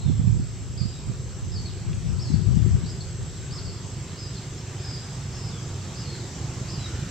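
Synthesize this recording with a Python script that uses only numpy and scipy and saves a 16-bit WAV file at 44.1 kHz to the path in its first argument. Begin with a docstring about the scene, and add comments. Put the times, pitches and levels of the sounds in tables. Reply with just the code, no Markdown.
"""Wind thumps and rumbles on the two microphone ports, each on its own, for about three seconds.
Through it and after it, a small bird repeats arched, slurred chirps that echo in the trees
on a river bank; a second bird whistles farther off. The river washes along with tiny ringing
bubbles, a far motor drones and throbs as it fires, and crickets trill with their wings."""
import sys
import numpy as np
from scipy import signal
from scipy.fft import rfft, irfft
from scipy.io import wavfile
from scipy.ndimage import uniform_filter1d

SR = 44100
rng = np.random.default_rng(int(sys.argv[2]) if len(sys.argv) > 2 else 0)


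def digitize_waveform(pressure):
    """Quantize a signal to 16-bit integers and store it at the path in sys.argv[1].

    Rows of a 2-D input are taken as channels; values are limited to [-1, 1].
    """
    field = np.atleast_2d(pressure).T
    bounded = np.clip(field, -1, 1)
    quanta = np.round(bounded * 32767).astype(np.int16)
    wavfile.write(sys.argv[1], SR, quanta)


N = 313110
TIME = np.arange(N) / SR
HZ = np.fft.rfftfreq(N, 1 / SR)

# Levels in the tables are relative: the functions add their own gains.
# The bird's notes, a high arch often followed by a lower note: t/s, length/s, time to crest/s,
# first f/Hz, crest f/Hz, last f/Hz, hold (1 slides evenly, 3 stays up and then drops),
# crest level/dB, change by the end/dB, rasp (share of the pitch)
BIRD_NOTES = [ (0, 0.1, .01, 3940, 3940, 3370, 1.15, -54, 2, .01),
              (.772, 0.067, .016, 4620, 5070, 4340, 1.05, -39, -7, 0.016),
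              (.915, 0.1, 0.011, 4000, 4050, 3700, 1.3, -53, -1, .045),
              (1.512, 0.059, .021, 4960, 5300, 4480, 1.65, -45, 6, .04),
              (1.57, 0.036, 0.016, 4430, 4520, 4450, 1.5, -42, -1, 0.024),
              (1.645, 0.051, 0.014, 4360, 4580, 3670, 1.3, -42.5, -5, .03),
              (2.187, 0.063, 0.035, 4370, 5450, 4800, 2.5, -42, -3, 0.03),
              (2.247, 0.07, 0.0055, 4700, 4680, 3980, 1, -47, 2, 0.044),
              (2.326, 0.032, .007, 4500, 4740, 4280, 1.2, -44.5, -2, 0.029),
              (2.857, 0.069, .043, 4330, 5220, 4850, 2.2, -44.5, -7, 0.032),
              (3.003, 0.021, .011, 4370, 4540, 4280, 1.5, -38, -10, .03),
              (3.502, 0.093, 0.048, 4250, 5430, 3930, 2.63, -42.5, 1, 0.039),
              (3.647, .066, 0.0057, 4700, 4940, 4310, 1.3, -46, -6, 0.043),
              (4.168, 0.12, 0.032, 4560, 5160, 4970, 2.1, -45, -4, 0.041),
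              (4.348, 0.043, .008, 4500, 4540, 3900, 1.7, -47, -2, .04),
              (4.783, .058, .03, 4500, 5240, 5230, 2, -49, -1, .035),
              (4.837, 0.15, .012, 5100, 5170, 4920, 1.6, -42, -4, 0.017),
              (5.323, .18, .04, 4700, 5420, 5070, 1.33, -48, 0, .022),
              (5.505, 0.11, 0.0056, 3880, 3870, 3300, 0.42, -50, -2, 0.026),
              (5.952, .108, 0.029, 4630, 5160, 4260, 2.6, -44, -13, .04),
              (6.051, .112, .035, 4350, 4340, 3830, 3.4, -43.5, -6, 0.0087),
              (6.674, .1, 0.048, 4330, 5280, 4030, 2.1, -42.5, -2, .028),
              (6.779, 0.095, 0.0069, 4100, 4000, 3740, 2.5, -46.5, 8, 0.0085)]
# The farther bird's sliding notes: t/s, length/s, first f/Hz, last f/Hz, level/dB
FAR_BIRD_NOTES = [(.06, 0.059, 5700, 5500, -60), (1.615, .03, 6050, 6050, -55),
                  (2.08, 0.023, 5400, 5350, -51), (2.265, 0.065, 6650, 6200, -54),
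                  (4.575, .025, 5300, 5450, -48)]
# How squarely the bird faces us: t/s, boost of direct over scattered sound/dB
BIRD_FACING = [(0, -3.5), (1.6, -1), (3.1, 1), (4.3, 0), (5.4, 3), (6.1, 1), (6.8, 1)]
# Echoes from the bank and trunks: delay/s, level/dB, pan (-1 left, 1 right)
BANK_ECHOES = [(.005, -20.5, -0.21), (0.012, -15.5, 0.5), (.034, -16, -0.22)]
# Gusts on the microphone: t/s, length/s, left level/dB, right level/dB
WIND_GUSTS = [(0.061, 0.071, -25.5, -18.5), (.16, .07, -27, -21.5), (.255, 0.095, -29, -13.5),
              (0.367, 0.058, -30, -20.5), (.69, 0.017, -29, -42), (0.813, 0.045, -33, -23.5),
              (1.087, 0.015, -35, -19.5), (1.43, 0.23, -34, -30), (1.873, .11, -26.5, -34),
              (2.06, 0.13, -22, -39), (2.335, 0.07, -16.5, -38), (2.488, 0.19, -15, -33),
              (2.719, 0.036, -19, -21), (2.827, .03, -24.5, -36), (3.204, 0.024, -38, -30.5),
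              (3.666, 0.013, -30, -44)]
# The tone of wind on the ports: f/Hz, level/dB
WIND_SPECTRUM = [(10, -38), (25, -33), (45, -2.5), (70, 2.5), (115, 8.5), (175, -1.5), (230, -13),
                 (330, -27), (500, -43), (900, -47), (4000, -110)]
# Light air between the gusts: t/s, level/dB
BREEZE_LEVEL = [(0, -34), (.6, -36), (2.2, -35), (3.5, -38.5), (4.4, -52.5), (7.1, -62)]
# Eddies (swirls of air) breaking on a port: t/s, level/dB, f/Hz, port (0 left, 1 right)
EDDY_THUMPS = [(0.1, -13, 247, 1), (0.198, -6.5, 158, 1), (0.279, -6, 129, 1), (0.4, -11.5, 193, 1),
               (0.817, -10, 126, 1), (.858, -12.5, 149, 1), (1.099, -18, 219, 1), (2.305, -9.5, 198, 0),
               (2.344, -4, 161, 0), (2.473, -5, 100, 0), (2.572, -4.5, 153, 0), (2.664, -12, 261, 0),
               (2.838, -11.5, 141, 0)]
# The tone of the river's wash: f/Hz, level/dB
RIVER_SPECTRUM = [(100, 6), (350, 4), (520, 2), (680, 3), (900, 1.5), (1500, 0), (2100, -2.5), (3300, -2.5),
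                  (4500, -2.5), (6400, -0.2), (7300, -3), (7800, -11), (8300, -12), (10000, -20.5),
                  (13000, -29)]
# Small waves at the bank: t/s, level/dB, half length/s, centre f/Hz, width/Hz
WAVE_LAPS = [(1.25, -55.5, 0.19, 503, 70.5), (3.446, -55, 0.086, 1520, 60), (6.5, -58, 0.041, 1386, 140.3),
             (6.93, -51.5, .12, 1370, 200)]
# The motor's loudness: t/s, level/dB
MOTOR_LEVEL = [(0, -37.5), (3.6, -35.5), (4.7, -36.5), (5.3, -34), (7.1, -32.7)]
# The tone of its dull roar: f/Hz, level/dB
MOTOR_SPECTRUM = [(20, -53), (35, -40), (55, -2), (90, -1), (120, 4.5), (160, -2), (220, -11.5), (300, -17),
                  (400, -17), (520, -20.5), (650, -42.5), (1200, -39), (5000, -100)]
# Its humming tones: multiple of the firing rate, level/dB
MOTOR_HARMONICS = [(4, 0.5), (5, 1), (6, -4.5), (8, -14.5), (11, -13), (12, -30.5), (15, -17.5), (16, -23)]
# Its hollow note: t/s, centre f/Hz, level/dB
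MOTOR_HOLLOW = [(0, 361, -55.5), (1.3, 361, -53.5), (2.5, 365, -48), (3.5, 368, -51), (4.9, 370, -48.5),
                (5.1, 368, -58), (6, 348, -49.5), (7.1, 343, -53)]
# The whole cricket chorus: t/s, middle f/Hz, level/dB
CHORUS_TRILL = [(0, 7625, -49.5), (1.6, 7600, -50), (2.1, 7750, -51.5), (3.2, 7620, -47.5),
                (4.4, 7610, -50), (7.1, 7600, -49)]
# Single crickets: pitch offset/Hz, level/dB, wing stroke rate/Hz
CRICKET_VOICES = [(-115, -2, 52), (-45.5, -4.5, 80), (11.5, -3.5, 75), (69, -1.5, 56), (125, -12, 55)]
# Ticks and drips nearby: t/s, level/dB, centre f/Hz, width/octaves, decay/s
NEAR_TICKS = [(.281, -52, 12000, .4, .0022), (1.062, -46.5, 7800, .067, .012), (1.616, -49, 7000, .6, .002),
              (1.93, -36, 2400, 0.75, .0043), (1.948, -41, 6500, 0.28, .0068),
              (2.129, -40, 6800, .25, .0044), (2.555, -43, 6200, .1, 0.0061), (2.777, -44, 6240, .2, .003),
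              (6.89, -45, 7840, .08, .012)]
# How alike far noise is in both ears: f/Hz, likeness (0 unrelated, 1 the same)
EAR_LIKENESS = [(60, 0.94), (140, 1), (350, 0.88), (800, 0.82), (2000, 0.66), (3500, 0.75), (5000, 0.47),
                (6500, 0.29), (8500, 0.0022), (15000, 0.14)]


def birds(direct_db=-3.5, leaves_db=-8, grove_db=-5, grove_hz=4900, lingering_db=-51):
    """Both birds and their echoes: near branches blur the notes, and the grove rings with high ones."""
    song = np.zeros(N)
    for start, *note in BIRD_NOTES:
        add(song, start, chirp(*note))
    for start, length, first_hz, last_hz, db in FAR_BIRD_NOTES:
        add(song, start, whistle(np.linspace(first_hz, last_hz, round(length * SR)), db, rasp=0.015))
    facing = gain_of(follow(BIRD_FACING)[0] / 2)
    direct, aside = song * facing, song / facing
    out = gain_of(direct_db) * np.array([direct, direct])
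    for delay, db, pan in BANK_ECHOES:
        add(out[0], delay, gain_of(db) * (1 - pan) * aside)
        add(out[1], delay, gain_of(db) * (1 + pan) * aside)
    out += gain_of(leaves_db) * tree_echo(aside, fade_s=0.2, build_s=0.004)
    # a chirp is already ringing in the trees at the start
    out += gain_of(lingering_db - 60 * TIME / 0.9) * narrow_noise(4180, width_hz=99)
    high_notes = signal.lfilter(*signal.iirpeak(grove_hz, Q=5, fs=SR), aside)
    return out + gain_of(grove_db) * tree_echo(high_notes, fade_s=0.77, build_s=0.045)


def chirp(length, crest_s, first_hz, crest_hz, last_hz, hold, db, fade_db, rasp, scoop_db=-3):
    """One arch: the pitch scoops up to its crest, holds and slides down."""
    t = np.arange(0, length, 1 / SR)
    scoop = np.clip(1 - t / crest_s, 0, 1) ** 2
    fall = np.clip((t - crest_s) / (length - crest_s), 0, 1) ** hold
    hz = crest_hz + (first_hz - crest_hz) * scoop + (last_hz - crest_hz) * fall
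    level = db + scoop_db * scoop + fade_db * fall
    # on high notes the other side of the bird's voice box joins in, lower and weaker, adding a burr
    joined = np.interp(hz, [4100, 4900], [0, 1])
    return whistle(hz, level, rasp) + joined * whistle(hz - 300, level - 6, rasp)


def whistle(hz, db, rasp, tremble_db=3.6, attack_s=0.006, release_s=0.005):
    """A nearly pure tone along the pitch curve hz; quick pitch dips and a tremble make it rasp."""
    t = np.arange(len(hz)) / SR
    steps = t[::110]
    quiver = np.interp(t, steps, rng.standard_normal(len(steps)))
    tremble = np.interp(t, steps, rng.standard_normal(len(steps)))
    tone = np.sin(phase_of(hz * (1 + rasp * np.minimum(quiver, 0))))
    edges = np.clip(np.minimum(t / attack_s, (t[-1] - t) / release_s), 0, 1)
    return np.sqrt(2) * gain_of(db + tremble_db * tremble) * tone * edges


def wind(rise_s=0.022, fall_s=0.028, eddy_db=1.86, eddy_rate_hz=7.8, breeze_cutoff_hz=150):
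    """Gusts shake each port with its own eddies; light air makes only the deepest rumble."""
    t = TIME[::64]
    power = np.zeros((2, len(t)))
    for start, length, left_db, right_db in WIND_GUSTS:
        # a gust builds up just before its start and dies away after its length
        outside = np.maximum(start - t, 0) / rise_s + np.maximum(t - start - length, 0) / fall_s
        power += (gain_of([[left_db], [right_db]]) * np.exp(-np.minimum(outside, 20))) ** 2
    colour = gain_of(at_frequency(WIND_SPECTRUM, HZ))
    ports = []
    for force in np.sqrt(power):
        swirl = shaped_noise(colour)
        # even out the noise so that gusts and eddies set its strength
        swirl /= np.sqrt(uniform_filter1d(swirl ** 2, size=1300) + 0.016)
        breeze = shaped_noise(colour / (1 + (HZ / breeze_cutoff_hz) ** 2))
        strength = gain_of(eddy_db * wander(eddy_rate_hz)) * np.interp(TIME, t, force)
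        ports.append(strength * swirl + gain_of(follow(BREEZE_LEVEL)[0]) * breeze)
    return np.array(ports)


def thumps(level_db=-2, width_cycles=0.52):
    """A breaking eddy shoves the microphone's membrane once, and it swings straight back."""
    out, t = np.zeros((2, N)), np.arange(-700, 700) / SR
    for when, db, hz, port in EDDY_THUMPS:
        push = np.sin(2 * np.pi * hz * t) * np.exp(-(hz * t / width_cycles) ** 2)
        add(out[int(port)], when + t[0], gain_of(db + level_db) * push)
    return out


def river(wash_db=4.5, bubbles_db=-18, spread_db=12, count=600, flow_db=-52.5, growth_db_per_s=0.9551):
    """A slowly swelling wash of far ripples, with small bubbles that rise in pitch as they ring."""
    t, bubbles = np.arange(SR // 25) / SR, np.zeros((2, N))
    for when, smallness, loudness, side in rng.random((count, 4)):
        hz = 700 * 9 ** smallness
        rising_tone = np.sin(2 * np.pi * hz * t * (1 + 2 * t))
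        ring = gain_of(spread_db * loudness ** 2) * rising_tone * np.exp(-hz * t / 7)
        add(bubbles[0], when * N / SR, (2 - side) * ring)
        add(bubbles[1], when * N / SR, (1 + side) * ring)
    wash = gain_of(wash_db) * far_noise(RIVER_SPECTRUM, patchy_db=1.62)
    water = wash + gain_of(bubbles_db) * unit_level(bubbles)
    return gain_of(flow_db + growth_db_per_s * TIME) * water


def laps():
    """Small waves gurgle softly against the bank, each swelling and fading."""
    return sum(gain_of(db) * np.exp(-((TIME - when) / half_s) ** 2) * narrow_noise(hz, width_hz)
               for when, db, half_s, hz, width_hz in WAVE_LAPS)


def motor(firing_hz=24.13, waver=0.00832, throb=0.34, hum_db=-5, fading_db=1, left_db=-1.9):
    """A far engine: a roar that throbs with each firing, a wavering hum and a hollow note."""
    firing = phase_of(firing_hz * (1 + waver * wander(2.19)))
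    hum = sum(gain_of(db + fading_db * wander(1.4)) * np.cos(multiple * firing + wander(1))
              for multiple, db in MOTOR_HARMONICS)
    roar = far_noise(MOTOR_SPECTRUM, patchy_db=1) * (1 + throb * np.cos(firing))
    drone = gain_of(follow(MOTOR_LEVEL)[0]) * (roar + gain_of(hum_db) * unit_level(hum))
    hollow_hz, hollow_db = follow(MOTOR_HOLLOW)
    hollow = gain_of(hollow_db) * narrow_noise(hollow_hz, width_hz=50)
    return drone * gain_of([[left_db], [0]]) + hollow


def crickets(level_db=-1, drift_hz=29, throb=0.16, throb_hz=11, echo_db=-1):
    """Each cricket's wing strokes ring near one pitch; the chorus throbs and blurs among the trees."""
    middle_hz, db = follow(CHORUS_TRILL)
    chorus = np.zeros(N)
    for offset_hz, own_db, stroke_hz in CRICKET_VOICES:
        strokes = 1 + 0.78 * np.cos(phase_of(stroke_hz * (1 + 0.0595 * wander(7.63))))
        ring = np.sin(phase_of(middle_hz + offset_hz + drift_hz * wander(25.04)))
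        chorus += gain_of(own_db) * strokes * ring
    chorus *= 1 + throb * np.sin(phase_of(throb_hz + wander(3.1)))
    echo = gain_of(echo_db) * tree_echo(chorus, fade_s=0.48, build_s=0.0088)
    return gain_of(db + level_db) * unit_level(chorus + echo)


def ticks(level_db=-3, attack_s=0.00027):
    """Ticks and drips: brief bursts of noise, each in its own band, that die at once."""
    out, t = np.zeros(N), np.arange(2048) / SR
    hz = np.fft.rfftfreq(len(t), 1 / SR)
    for start, db, centre_hz, octaves, decay_s in NEAR_TICKS:
        band = np.exp(-0.5 * (np.log2((hz + 1) / centre_hz) / octaves) ** 2)
        envelope = np.exp(-t / decay_s) * (1 - np.exp(-t / attack_s))
        add(out, start, gain_of(db + level_db) * shaped_noise(band, len(t)) * envelope)
    return out


def tree_echo(sound, fade_s, build_s):
    """Trees scatter a sound into a tail, different at each ear, that drops 60 dB in fade_s."""
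    t = np.arange(SR) / SR
    tail = rng.standard_normal((2, SR)) * gain_of(-60 * t / fade_s) * (1 - np.exp(-t / build_s))
    return signal.fftconvolve(sound[None], tail / np.linalg.norm(tail[0]), axes=1)[:, :N]


def far_noise(spectrum, patchy_db):
    """Stereo noise from afar, alike in both ears in the bass, with passing brighter patches."""
    hz = np.fft.rfftfreq(2048, 1 / SR)
    mid_re, mid_im, side_re, side_im, patches = rng.standard_normal((5, N // 512 + 5, len(hz)))
    patches = uniform_filter1d(patches, size=7, axis=0)  # smooth over time
    patches = unit_level(uniform_filter1d(patches, size=18, axis=1))  # and over frequency
    likeness = at_frequency(EAR_LIKENESS, hz)
    mid = np.sqrt(1 + likeness) * (mid_re + 1j * mid_im)
    side = np.sqrt(1 - likeness) * (side_re + 1j * side_im)
    colour = gain_of(at_frequency(spectrum, hz) + patchy_db * patches)
    frames = np.array([mid + side, mid - side]) * colour
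    _, sound = signal.istft(frames.swapaxes(1, 2), nperseg=2048, noverlap=1536)
    return unit_level(sound[:, :N])


def narrow_noise(hz, width_hz):
    """A narrow band of noise around hz, which may move."""
    phase = phase_of(hz * np.ones(N))
    return wander(width_hz) * np.cos(phase) + wander(width_hz) * np.sin(phase)


def shaped_noise(colour, samples=N):
    """Noise whose frequencies are weighted by colour, scaled to level 1."""
    return unit_level(irfft(rfft(rng.standard_normal(samples)) * colour, samples))


def wander(rate_hz):
    """A smooth random curve that changes up to about rate_hz times a second."""
    t = np.arange(16384) / 2048
    keep_slow = np.exp(-(np.fft.rfftfreq(len(t), t[1]) / rate_hz) ** 2)
    return np.interp(TIME, t, shaped_noise(keep_slow, len(t)))


def phase_of(hz):
    """The running angle of a wave whose frequency follows hz."""
    return 2 * np.pi * np.cumsum(hz) / SR


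def gain_of(db):
    """Turns decibels into a gain."""
    return 10 ** (np.asarray(db) / 20)


def unit_level(x):
    """Scales a signal to an average (rms) level of 1."""
    return x / np.sqrt(np.mean(x ** 2) + 1e-20)


def at_frequency(table, hz):
    """Looks up a table at hz, on a scale of octaves."""
    f, value = np.transpose(table)
    return np.interp(np.log(hz + 1), np.log(f + 1), value)


def follow(table):
    """Joins a table's points in time into one curve for each value column."""
    times, *columns = np.transpose(table)
    return [np.interp(TIME, times, column) for column in columns]


def add(mix, start_s, sound):
    """Mixes a sound in at start_s."""
    part = mix[max(round(start_s * SR), 0):][:len(sound)]
    part += sound[:len(part)]


def scene():
    """Everything heard on the bank."""
    return birds() + river() + laps() + motor() + crickets() + wind() + thumps() + ticks()


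def record(dry, hiss_db=-71, cutoff_hz=15800):
    """Adds faint microphone hiss, then cuts off the highest treble."""
    hissy = dry + gain_of(hiss_db) * rng.standard_normal((2, N))
    lowpass = signal.firwin(511, cutoff_hz, window=("kaiser", 9), fs=SR)
    return signal.oaconvolve(hissy, lowpass[None], "same")


dry = scene()
out = record(dry)
digitize_waveform(out)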